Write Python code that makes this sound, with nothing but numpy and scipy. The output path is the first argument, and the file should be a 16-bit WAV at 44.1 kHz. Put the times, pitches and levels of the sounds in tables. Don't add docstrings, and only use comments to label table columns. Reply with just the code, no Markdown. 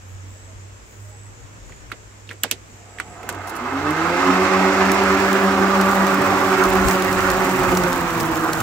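import sys
import numpy as np
from scipy import signal
from scipy.io import wavfile
from scipy.ndimage import uniform_filter1d

SR = 44100
rng = np.random.default_rng(int(sys.argv[2]) if len(sys.argv) > 2 else 0)


def waveform_to_disk(signal):
    frames = np.transpose(np.atleast_2d(signal))
    scaled = np.clip(frames, -1, 1) * 32767
    samples = np.round(scaled).astype(np.int16)
    wavfile.write(sys.argv[1], SR, samples)


def voltage_ratio(level):
    return 10 ** (np.asarray(level, float) / 20)


N = 380141
T = np.arange(N) / SR

# start_s, tip_pass_hz
SPEED = [(2.5, 5), (2.8, 36), (3.45, 104), (3.94, 158), (4.24, 185.5), (4.45, 190), (5.0, 194.5),
         (5.6, 195), (6.4, 192.5), (7.0, 189.5), (7.45, 190.5), (7.75, 185), (8.17, 168), (8.62, 162)]
# start_s, grass_depth (0-1)
GRASS = [(4.7, 0.0), (5.1, 0.2), (5.4, 0.54), (5.65, 0.5), (5.9, 0.64), (6.4, 0.53), (6.85, 0.76),
         (7.05, 0.63), (7.75, 0.85), (8.1, 0.74), (8.62, 0.93)]
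# pitch_hz, left_minus_right_db
TILT = [(60, -1), (110, -4.5), (200, 2.5), (380, -4), (700, -0.5), (1290, -6), (2380, -7), (4400, -0.5),
        (8120, 4), (15000, -6)]
# pitch_hz, coherence (0-1)
SAME = [(60, 0.98), (130, 0.85), (290, 0.75), (640, 0.7), (1410, 0.75), (3100, 0.11), (6820, 0.15),
        (15000, 0.0)]
# pitch_hz, density_db
FIZZ = [(2500, -60), (5000, -8), (7600, 0), (9400, -9), (12000, -7), (15000, -3.5), (17000, -3.5)]


def blades():
    # start_s, tone_db, octave_db, second_blade_db
    coupling = [(3.5, -3, -4, 0), (3.62, -2, -2.5, 0), (3.75, -3, -1.5, 0), (3.93, 2, 1.5, -21),
                (4.15, -7, -4, 3.5), (4.3, -2, 0.5, 3), (4.77, 0, -0.5, -0.5), (5.2, -1.5, -1, 1),
                (5.6, 1.5, -4.5, 5.5), (6.0, 1.5, -8, -4), (6.2, -2, -5, 5.5), (6.37, -8.5, -2, 1),
                (6.6, -3.5, 3, 1.5), (6.85, -0.5, -3, -2), (7.1, -0.5, -5, -4), (7.6, -5.5, -3.5, 4),
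                (7.8, 7, 0.5, -4), (7.92, -4.5, -6, 5.5), (8.2, 1.5, -4.5, 7), (8.62, -7, -2.5, -6)]
    # start_s, lag_hz, tone_share, octave_share
    twin_blade = [(3.5, 3.8, 0, .85), (4.0, 3.8, .1, .85), (4.2, 3.8, .7, .8), (4.75, 3.85, .55, .75),
                  (4.9, 4.5, .45, .65), (5.2, 4.8, .3, .7), (5.6, 5.6, .15, .6), (6.0, 6, .3, .7),
                  (6.6, 6.5, .3, .7), (7.0, 8.5, .35, .6), (7.7, 8, .35, .7), (8.62, 7.5, .5, .8)]
    # multiple of the tip-pass rate, level_db over the air roar
    orders = [(.5, -26), (3, -29), (4, -20), (5, -22), (6, -22), (7, -25), (10, -29), (11, -29)]
    # multiple of the twin blade's rate, level_db over the air roar
    whine = [(26.7, -39), (29.15, -35.5)]
    mate_ratio = 1.473
    octave_knee_hz, mate_knee_hz, knee_db = 128.5, 182, 324
    opposed_s = 4.48

    hz = speed()
    tone_db, twice_db, other_db = curves(coupling)
    octave_db = law("octave") + twice_db + knee_db * np.log10(np.minimum(hz / octave_knee_hz, 1))
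    mate_db = law("mate") + other_db + knee_db * np.log10(np.minimum(hz / mate_knee_hz, 1))
    lag_hz, tone_share, octave_share = curves(twin_blade)
    slip = 2 * np.pi * np.cumsum(lag_hz) / SR
    slip = slip - slip[round(opposed_s * SR)] + np.pi

    loaded = curves(GRASS)[0]
    waver = .002 + .006 * loaded
    first = tone(hz, law("tone") + tone_db, waver, .6 + 2 * loaded, tone_share, slip)
    first += tone(2 * hz, octave_db + 1.5, waver, .6 + 1.5 * loaded, -octave_share, 2 * slip)
    orders_db = law("roar") + 60 * np.log10(hz / hz.max())
    for k, db in orders:
        first += tone(k * hz, orders_db + db, .006 / np.sqrt(k), 4)
    muffling_db = 40 * np.maximum(loaded - .55, 0)
    for k, db in whine:
        first += tone(k * (hz - lag_hz), orders_db + db - muffling_db, .001, 3)

    mate_hz = mate_ratio * hz
    second = tone(mate_hz, mate_db - 1.5, .022, 3.0)
    second += tone(2 * mate_hz, law("mate_octave") - 2, .011, 2.5)
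    second += tone(1.94 * mate_hz, law("mate_octave") - 3.5, .025, 2.5)
    return first + second


def air():
    # pitch_hz, density_db
    roar_shape = [(110, -35), (170, -20.5), (320, 1.5), (470, -10), (700, -2), (1000, -0.5), (1200, 1.5),
                  (1600, -4.5), (2050, -17), (2550, -44), (2950, -20), (3500, -23), (4500, -27),
                  (6000, -65)]
    hiss_shape = [(1100, -24), (1700, 6), (2200, 3.5), (2650, 1.5), (3200, -7), (5400, -8.5), (7400, -12),
                  (9400, -24.5), (12000, -27), (16500, -37)]
    # pitch_hz, density_db
    rumble_shape = [(40, -40), (70, -5), (130, 14), (300, 7), (600, -41)]
    # pitch_hz, width_hz, level_db
    deck_modes = [(400, 260, -8), (700, 120, -2), (830, 60, -5), (1270, 50, -7)]
    # pitch_hz, width_hz, level_db
    shroud_modes = [(834, 50, -5), (1275, 70, 0), (1550, 40, -7), (2090, 80, -7), (2620, 90, -13)]
    # pitch_hz, width_hz, level_db
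    cavity_modes = [(802, 175, 1.5), (1172, 120, 4.5), (1335, 290, -1.5)]
    # start_s, roar_db, cavity_db, cavity_pitch_factor
    rocking = [(3.0, -0.5, 0, 0.87), (3.5, 0, 0, 1.1), (4.0, 0.5, 0, 1.1), (4.4, 0, -6, 1.13),
               (4.8, 0.5, 0, 0.96), (5.12, .5, 2, 1.04), (5.5, 0, -2, 0.98), (5.85, 0.5, 1, 1.03),
               (6.1, 0.5, 2, 1), (6.35, 1.5, 3, 1), (6.6, 0, 4, 0.97), (6.85, 0.5, -3, 0.95),
               (7.07, -1.5, 4, 0.99), (7.4, 0, 1, 0.94), (7.75, 0, -4, 1), (8.05, -0.5, 2, 0.95),
               (8.3, 0, -1, 1.04), (8.62, 0.5, 2, 1.04)]
    # start_s, length_s, level_db
    sprays = [
        (5.79, 0.23, -48),
        (6.845, 0.12, -34),
        (8.51, 0.097, -52),
    ]
    # start_s, length_s, level_db
    controller = (2.75, .72, -74)

    roar_db, hiss_db, fizz_db, rumble_db = map(law, ("roar", "hiss", "fizz", "rumble"))
    chop = 1 + 0.11 * (1 + .5 * slow(2.9)) * np.cos(2 * np.pi * np.cumsum(speed()) / SR)
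    gust_db = slow(36.0)
    open_db, hollow_db, shift = curves(rocking)
    roar = voltage_ratio(roar_db + open_db - 3.0 + 0.68 * gust_db) * chop * noise(roar_shape, SAME, 1.84, size=512)
    hiss = voltage_ratio(hiss_db + 5.5 + 0.86 * gust_db) * chop * noise(hiss_shape, SAME, 0.93)

    grain_db = 2 * slow(60) + 1.2 * slow(300)
    fizz_level = voltage_ratio(fizz_db + 8.0 + grain_db) + sum(spell(*row) for row in sprays)
    fizz = fizz_level * noise(FIZZ, SAME, 1.2, size=256)
    rumble = voltage_ratio(rumble_db + 1.5 + 1.0 * slow(8)) * noise(rumble_shape, SAME, 2.5, size=2048)

    rings = voltage_ratio(law("deck")) * modes(deck_modes) + voltage_ratio(law("shroud")) * modes(shroud_modes)
    rings += voltage_ratio(law("cavity") + hollow_db + 1.1 * slow(5.3)) * modes(cavity_modes, shift)
    whistle = tone(10030 + 0 * T, 0, .002, 2.6) * spell(*controller)
    return ground(roar + hiss) * gate(SPEED) + fizz + rumble + pan(rings, -5.0) + whistle


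def speed():
    return uniform_filter1d(curves(SPEED)[0], size=SR // 8)


def law(layer):
    # full_speed_db, rise_db per decade of speed, slow_fall_db, deep_grass_db, swung_aside_db
    laws = dict(tone=(-22.5, 131, 0, -1.5, -1), octave=(-24.5, 28, -12, -2, 4.5),
            mate=(-26.5, 32, 0, -2.5, -7.5), mate_octave=(-31.5, 60, 1, -0.5, 0.5),
            roar=(-16.5, 35.5, 56, -2, 0.9), hiss=(-29.5, 81, -45, -1.5, -2.5),
            fizz=(-50.5, 58, -3, 14, -4), rumble=(-53, 2, 6.5, 23.5, -2.5), deck=(-34.5, 15, 16, 8, -25),
            shroud=(-27.5, 28, 62, -29, -12), cavity=(-36, 62, 0, 0, 10))
    # start_s, turn (0-1)
    swing = [
        (5.05, 0.0),
        (5.55, 1),
        (6.0, 0.78),
        (6.3, 0.4),
    ]
    full_db, rise_db, stall_db, grass_db, swing_db = laws[layer]
    slack = np.log10(speed() / 195)
    speed_db = full_db + rise_db * slack - stall_db * slack ** 2
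    return speed_db + grass_db * curves(GRASS)[0] + swing_db * curves(swing)[0]


def ground(x):
    delay_s, drift, share = .003, 0.101, 0.11
    late = T - delay_s * (1 + drift * slow(1.08))
    echo = np.array([np.interp(late, T, c) for c in x])
    return (x + share * echo) / np.sqrt(1 + share ** 2)


def modes(table, shift=1):
    shake = rng.standard_normal(N)
    total = 0
    for hz, width, db in table:
        total = total + voltage_ratio(db) * resonate(resonate(shake, hz * shift, width), hz * shift, width)
    return evened(total)


def grit():
    # start_s, peak_db, left_minus_right_db
    bits = [(3.907, -19, -1), (4.9172, -8.5, 1), (5.2493, -23, 3), (5.33, -14, 7), (5.8123, -12.5, 2),
            (5.9123, -16, 0.5), (6.068, -16, 1), (6.638, -11.5, 0), (6.703, -16.5, -3), (6.8759, -25, 0.0),
            (6.885, -9, -3), (6.9103, -10, 3), (7.0225, -13, 3), (7.1282, -15, -3), (7.2057, -21, 9),
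            (7.302, -10, -2), (7.56, -31, -5), (7.7503, -15, 3), (7.7719, -8, 0.0), (7.8367, -14.5, -3),
            (7.929, -13.5, 4), (8.1048, -19, -1), (8.199, -24, 5), (8.201, -13, -6), (8.2078, -14.5, 9),
            (8.356, -20, 6), (8.532, -9, -2), (8.604, -12.5, 3)]
    # start_s, peak_db, left_minus_right_db
    flecks = [(4.9482, -22, 0), (5.036, -26, -0.5), (5.4375, -23, 1.5), (5.7623, -31, -0.5),
              (5.8606, -27, 1.5), (5.8915, -24, -0.5), (5.9559, -22, -5), (6.125, -28, 0.5),
              (6.1439, -22, 1.0), (6.2457, -28, -3.0), (6.4048, -24, 2), (6.473, -26, -1.5),
              (6.6897, -31.5, -2.5), (6.798, -28, -2.5), (7.0025, -26, 1.5), (7.0469, -17, 0.5),
              (7.2503, -27, -1.0), (7.3154, -20, -12), (7.4889, -30, 1.0), (7.539, -30, -2.5),
              (7.636, -22, 0.0), (7.7034, -26, -1.0), (7.7189, -23, -2.5), (7.9603, -23, -3.5),
              (8.1404, -26, -2.5), (8.2314, -22, -5), (8.2591, -27, -2.0), (8.3684, -23, -1.0),
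              (8.4108, -31, -5), (8.4507, -35, -1.0), (8.5744, -24, -0.5), (6.582, -23, 0), (6.61, -28, 0),
              (6.653, -22, 0), (6.736, -23, 0), (6.754, -21, 0), (6.927, -22, 0), (8.18, -25, 0),
              (8.195, -24, 0), (8.324, -28, 0), (8.375, -23, 0), (8.552, -25, 0), (8.609, -22, 0)]
    t60 = 0.04
    mix = np.zeros((2, N))
    for s, db, side_db in bits:
        spit = .7 * burst(0.2 * t60, 0.0002, 4500, 8600, channels=2)
        spit += .6 * burst(0.2 * t60, 0.0002, 12000, 17000, channels=2)
        smear = .22 * burst(.055, .002, 3000, 18000, channels=2)
        knock = voltage_ratio(-6) * burst(.4 * t60, 0.00022, 2000, 7700)
        add(mix, s, voltage_ratio(db + 9.5) * pan(0.42, side_db)[:, None] * (spit + smear + knock))
    for s, db, side_db in flecks:
        tick = 0.55 * burst(0.28 * t60, .0003, 5100, 8600, channels=2)
        tick += .8 * burst(0.25 * t60, .0003, 11500, 18000, channels=2)
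        add(mix, s, voltage_ratio(db + 7.0) * pan(1.0, side_db)[:, None] * tick)
    return mix


def clicks():
    # start_s, peak_db, ring_hz, treble_db, thud_db
    snaps = [(1.696, -37.5, 1103, -14, -11), (1.7223, -32, 2094, -21, -24), (1.901, -37, 1585, -24, -31),
             (1.9173, -16.5, 1440, -20.5, -23), (1.9188, -20, 2240, -20, -28),
             (2.2914, -22.5, 2860, -22, -20), (2.306, -27, 2190, -22, -22), (2.3119, -20, 1710, -21, -29),
             (2.3192, -28, 2000, -25, -18), (2.33, -37.5, 1560, -5, -7), (2.433, -25, 2140, -12, -26),
             (2.4347, -7.5, 3040, -9.5, -22), (2.44, -13, 1610, -18, -24), (2.4462, -16.5, 800, -25, -23),
             (2.512, -16, 3750, 3, -31), (2.513, -9.5, 2700, -10, -24), (2.516, -18, 2830, -14, -30),
             (2.524, -22, 2720, -12, -24), (2.9858, -20, 1990, -22, -23), (2.9998, -11.5, 1490, -18, -30),
             (3.0011, -18.5, 2080, -28, -30), (3.231, -28, 2100, -14, -11), (3.29, -14, 1590, -7, -21),
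             (3.2924, -19, 870, -13, -19), (3.298, -21, 1800, -8, -24), (3.326, -31, 1400, -5, -8),
             (3.348, -34, 3000, -4, -8), (2.275, -40, 3940, -15, -18)]
    # start_s, peak_db, pitch_hz
    bumps = [
        (1.52, -39, 71.7),
        (1.591, -31, 60),
        (1.721, -34, 59.3),
        (3.33, -33, 169.3),
        (5.42, -42, 119),
        (6.196, -9, 124.1),
        (6.842, -20, 130),
        (7.744, -10, 200),
    ]
    # start_s, peak_db, lowest_hz, t60_s
    edges = [
        (1.919, -27, 3800, .03),
        (2.2915, -36, 4000, .015),
        (2.4338, -20, 13000, .02),
        (2.4343, -2.5, 12400, 0.013),
        (2.4352, -5.5, 7100, 0.011),
        (2.5128, -29, 12500, 0.053),
        (2.9995, -25, 7460, .012),
    ]
    # start_s, peak_db
    scuffs = [(3.471, -29), (3.478, -29), (3.494, -24.5), (3.553, -31), (3.562, -26)]
    t60, side_db = 0.076, -5.5
    mix = np.zeros((2, N))
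    for s, db, hz, treble_db, thud_db in snaps:
        crack = burst(0.5 * t60, 0.00016, 910, 2560)[0]
        impulse = np.eye(1, len(crack))[0]
        ring = 0
        for k, share in [(0.964, 0.44), (1.08, 0.25), (1.52, 0.1)]:
            ring = ring + share * resonate(resonate(impulse, hz * k, 940), hz * k, 210)
        tail = 0.35 * burst(1.18 * t60, 0.0015, 0.7 * hz, 1.6 * hz, channels=2)
        body = .3 * crack + 0.97 * ring / abs(ring).max() + tail
        treble = burst(0.23 * t60, 0.00015, 5900, 9400, channels=2) * pan(1, 11.5)[:, None]
        treble += burst(0.094 * t60, 0.00022, 12000, 15000, channels=2)
        treble += 0.42 * burst(0.9 * t60, 0.0011, 2800, 8700, channels=2)
        thud = burst(1.15 * t60, 0.027, 235, 550)
        click = body + voltage_ratio(treble_db + 6.5) * treble + voltage_ratio(thud_db + 21.0) * thud
        add(mix, s, voltage_ratio(db) * pan(0.85, side_db)[:, None] * click)
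    for s, db, hz in bumps:
        add(mix, s - .02, voltage_ratio(db) * burst(0.17, 0.008, 0.74 * hz, 2.54 * hz) * np.ones((2, 1)))
    for s, db, hz, ring_t60 in edges:
        edge = burst(ring_t60, 0.00034, hz, 1.2 * hz, channels=2)
        add(mix, s, voltage_ratio(db) * pan(1, side_db)[:, None] * edge)
    for s, db in scuffs:
        add(mix, s, voltage_ratio(db) * burst(0.055, 0.0011, 4170, 14000, channels=2))
    return mix


def katydids():
    # pitch_hz, width_hz, level_db
    chorus = [(7600, 300, -63.5), (6900, 400, -72)]
    # start_s, length_s, pitch_hz, level_db
    trills = [(.05, .11, 13300, -71), (.1, .14, 6900, -63), (.27, .23, 7780, -60), (.27, .1, 15200, -72),
              (.56, .08, 6900, -63), (.89, .11, 6900, -62), (1.0, .07, 8250, -64), (1.06, .25, 7850, -57.5),
              (1.33, .13, 6850, -61), (1.63, .19, 6900, -58), (2.12, .15, 6900, -67), (2.36, .2, 7800, -63),
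              (2.68, .18, 6900, -63), (2.66, .16, 13600, -76), (2.86, .33, 7800, -58.5),
              (3.16, .12, 6900, -63)]
    low_singer_hz = 7200
    mix = np.zeros((2, N))
    for hz, width, db in chorus:
        far = rng.standard_normal((2, N))
        band = evened(np.array([resonate(resonate(c, hz, width), hz, width) for c in far]))
        mix += voltage_ratio(db + 1.7 * slow(11)) * band
    for s, length, hz, db in trills:
        strokes_hz = 70 if hz < low_singer_hz else 94
        t = np.arange(round(length * SR)) / SR
        glide = 1 - .035 * (hz > low_singer_hz) * np.exp(-t / .03) - .01 * np.exp(-t / .05)
        wing = np.cos(2 * np.pi * hz * np.cumsum(glide) / SR)
        scrape = evened(uniform_filter1d(rng.standard_normal(SR // 2), size=60))[:len(t)]
        puffs = np.sin(np.pi * strokes_hz * t) ** 2 * (1 + .7 * scrape * (hz / 9000) ** 2)
        trill = evened(puffs * wing) * signal.windows.tukey(len(t), .3)
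        add(mix, s, pan(voltage_ratio(db + 3.5) * trill, 0))
    return mix


def wind():
    # start_s, level_db
    breeze = [(0.0, -49), (1.03, -55), (1.7, -43.5), (2.13, -54.5), (4.4, -60), (6.1, -62), (6.82, -32.5),
              (7.06, -43), (7.2, -34.5), (7.55, -42), (7.7, -33), (8.5, -47), (8.62, -30)]
    # pitch_hz, density_db
    gust = [(18, -50), (32, -17), (50, -4), (80, -14.5), (120, -9.5), (200, -85)]
    lumps = noise(gust, [(30, .3), (100, .6)], 2.5, size=4096, placed=False)
    return voltage_ratio(curves(breeze)[0] + 1.5) * pan(1, 5.0)[:, None] * lumps


def yard():
    # start_s, firing_hz, level_db
    drone = [(0.0, 93.4, -47), (.13, 95, -35.5), (.28, 95.8, -38), (.39, 95.3, -46), (.48, 96.6, -39),
             (0.66, 97, -40), (0.87, 98.9, -57), (1.0, 100, -40), (1.28, 101.5, -43), (1.4, 102.2, -51),
             (1.55, 102.4, -47), (2.0, 102, -54), (2.27, 100.5, -44.5), (2.7, 99, -49.5), (3.2, 97, -48),
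             (3.4, 96.7, -37.5), (3.6, 92.4, -56), (3.75, 91, -37), (4.15, 89.5, -39), (4.5, 86.6, -45.5),
             (4.75, 83, -41), (5.15, 76.3, -37.5), (5.35, 74, -44), (6.18, 59.4, -43), (6.4, 53.8, -55),
             (6.7, 44.2, -60)]
    # start_s, level_db
    hum = [(0, -59), (2.5, -57), (4.5, -52), (8.62, -70)]
    # pitch_hz, density_db
    wash = [(74, -25), (125, -18), (156, -10), (216, -11), (447, -11), (756, -15.5), (925, -14.5),
            (2210, -18), (4300, -27.5), (7430, -18.5), (8300, -25), (9090, -39), (10300, -35), (15700, -40)]
    # pitch_hz, coherence (-1 to 1)
    wash_same = [(60, 0.081), (240, 0.64), (950, -0.29), (3770, 0.028), (15000, -0.22)]
    # start_s, length_s, level_db
    sleeve = (0.83, .33, -55.5)
    # start_s, length_s, pitch_hz, level_db
    coos = [
        (.46, 0.086, 647, -51.5),
        (1.02, 0.14, 615, -54),
        (1.1, .08, 823, -54),
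        (1.36, 0.089, 473, -53),
    ]
    mix = voltage_ratio(-46.5 + .5 * slow(0.95)) * noise(wash, wash_same, 0.83, size=2048, placed=False)
    hz, db = curves(drone)
    hz = uniform_filter1d(hz, size=SR // 4)
    mix += tone(hz, np.minimum(db, -35), .006, 1.6) * gate(drone)
    mix += tone(60 + 0 * T, curves(hum)[0], 0.027, 2.2)
    cloth = noise(FIZZ, wash_same, 3.5, size=256, placed=False)
    mix += spell(*sleeve) * voltage_ratio(2.3 * slow(60)) * cloth
    for s, length, coo_hz, coo_db in coos:
        t = np.arange(round(length * SR)) / SR
        coo = np.hanning(len(t)) * np.sin(2 * np.pi * coo_hz * t)
        add(mix, s, pan(voltage_ratio(coo_db + 2.0) * coo, 0))
    return mix


def tone(hz, db, waver, flutter_db, twin=0, slip=0):
    phase = 2 * np.pi * np.cumsum(hz * (1 + waver * slow(10.87))) / SR
    pair = (np.sin(phase) + twin * np.sin(phase - slip)) / np.sqrt(1 + twin ** 2)
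    return pan(np.sqrt(2) * voltage_ratio(db + flutter_db * slow(10.0)) * pair, read(TILT, hz))


def noise(shape, same, patchy_db, size=1024, placed=True):
    # pitch_hz, lead_rad
    lead = [(0, -0.1), (1460, 0.52), (2840, 2.5), (5600, 1.34)]
    frames, hz = 4 * N // size + 9, np.fft.rfftfreq(size, 1 / SR)
    a, b, c, d, patches = rng.standard_normal((frames, len(hz), 5)).T
    patches = uniform_filter1d(patches, size // 80, 0)
    patches = evened(uniform_filter1d(patches, 10240 // size, 1))
    like = np.clip(read(same, hz), -1, 1)[:, None]
    left = a + 1j * b
    z = np.array([left, like * left + np.sqrt(1 - like ** 2) * (c + 1j * d)])
    port = (voltage_ratio(read(TILT, hz) / 2) * np.exp(.5j * read(lead, hz)))[:, None] ** placed
    z *= np.array([port, 1 / port]) * voltage_ratio(read(shape, hz)[:, None] + patchy_db * patches)
    return evened(signal.istft(z, nperseg=size, noverlap=3 * size // 4)[1][:, size:size + N])


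def burst(t60, rise, lo_hz, hi_hz, channels=1):
    t = np.arange(SR // 5) / SR
    band = signal.butter(2, [lo_hz, min(hi_hz, 20000)], "bandpass", fs=SR, output="sos")
    x = signal.sosfilt(band, rng.standard_normal((channels, len(t))))
    return x / x.std() * (1 - np.exp(-t / rise)) * voltage_ratio(-60 * t / max(t60, .004)) * .5


def resonate(x, hz, width):
    turn = np.exp(2j * np.pi * np.cumsum(hz * np.ones(len(x))) / SR)
    r = np.exp(-np.pi * width / SR)
    return 2 * (turn * signal.lfilter([1 - r], [1, -r], x / turn)).real


def slow(hz):
    rate = 800
    steps = rng.standard_normal(int((N / SR + 2) * rate))
    smooth = signal.sosfiltfilt(signal.butter(2, min(hz, 300), fs=rate, output="sos"), steps)
    return evened(np.interp(T + 1, np.arange(len(steps)) / rate, smooth))


def spell(start, length, db):
    return voltage_ratio(db) * np.clip(np.minimum(T - start, start + length - T) / (.25 * length), 0, 1)


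def gate(rows, fade=.08):
    opening = np.clip((T - rows[0][0]) / fade + 1, 0, 1)
    return opening * np.clip((rows[-1][0] + fade - T) / fade, 0, 1)


def evened(x):
    return x / np.sqrt(np.mean(x ** 2) + 1e-20)


def read(points, hz):
    f, value = np.transpose(points)
    return np.interp(np.log(hz + 1), np.log(f + 1), value)


def curves(rows):
    s, *columns = np.transpose(rows)
    return [np.interp(T, s, c) for c in columns]


def pan(x, db):
    return np.array([x * voltage_ratio(db / 2), x * voltage_ratio(-db / 2)])


def add(mix, s, sound):
    part = mix[:, round(s * SR):][:, :sound.shape[1]]
    part += sound[:, :part.shape[1]]


def scene():
    return blades() + air() + grit() + clicks() + katydids() + wind() + yard()


def low_pass(x):
    return signal.sosfilt(signal.butter(12, 16850, fs=SR, output="sos"), x)


def record(dry):
    held = np.clip(dry, -1, 1)
    lowpass = signal.firwin(511, 15790, window=("kaiser", 9), fs=SR)
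    limited = signal.oaconvolve(held, lowpass[None], "same")
    return low_pass(limited + voltage_ratio(-48) * (held - limited))


dry = scene()
out = record(dry)
waveform_to_disk(out)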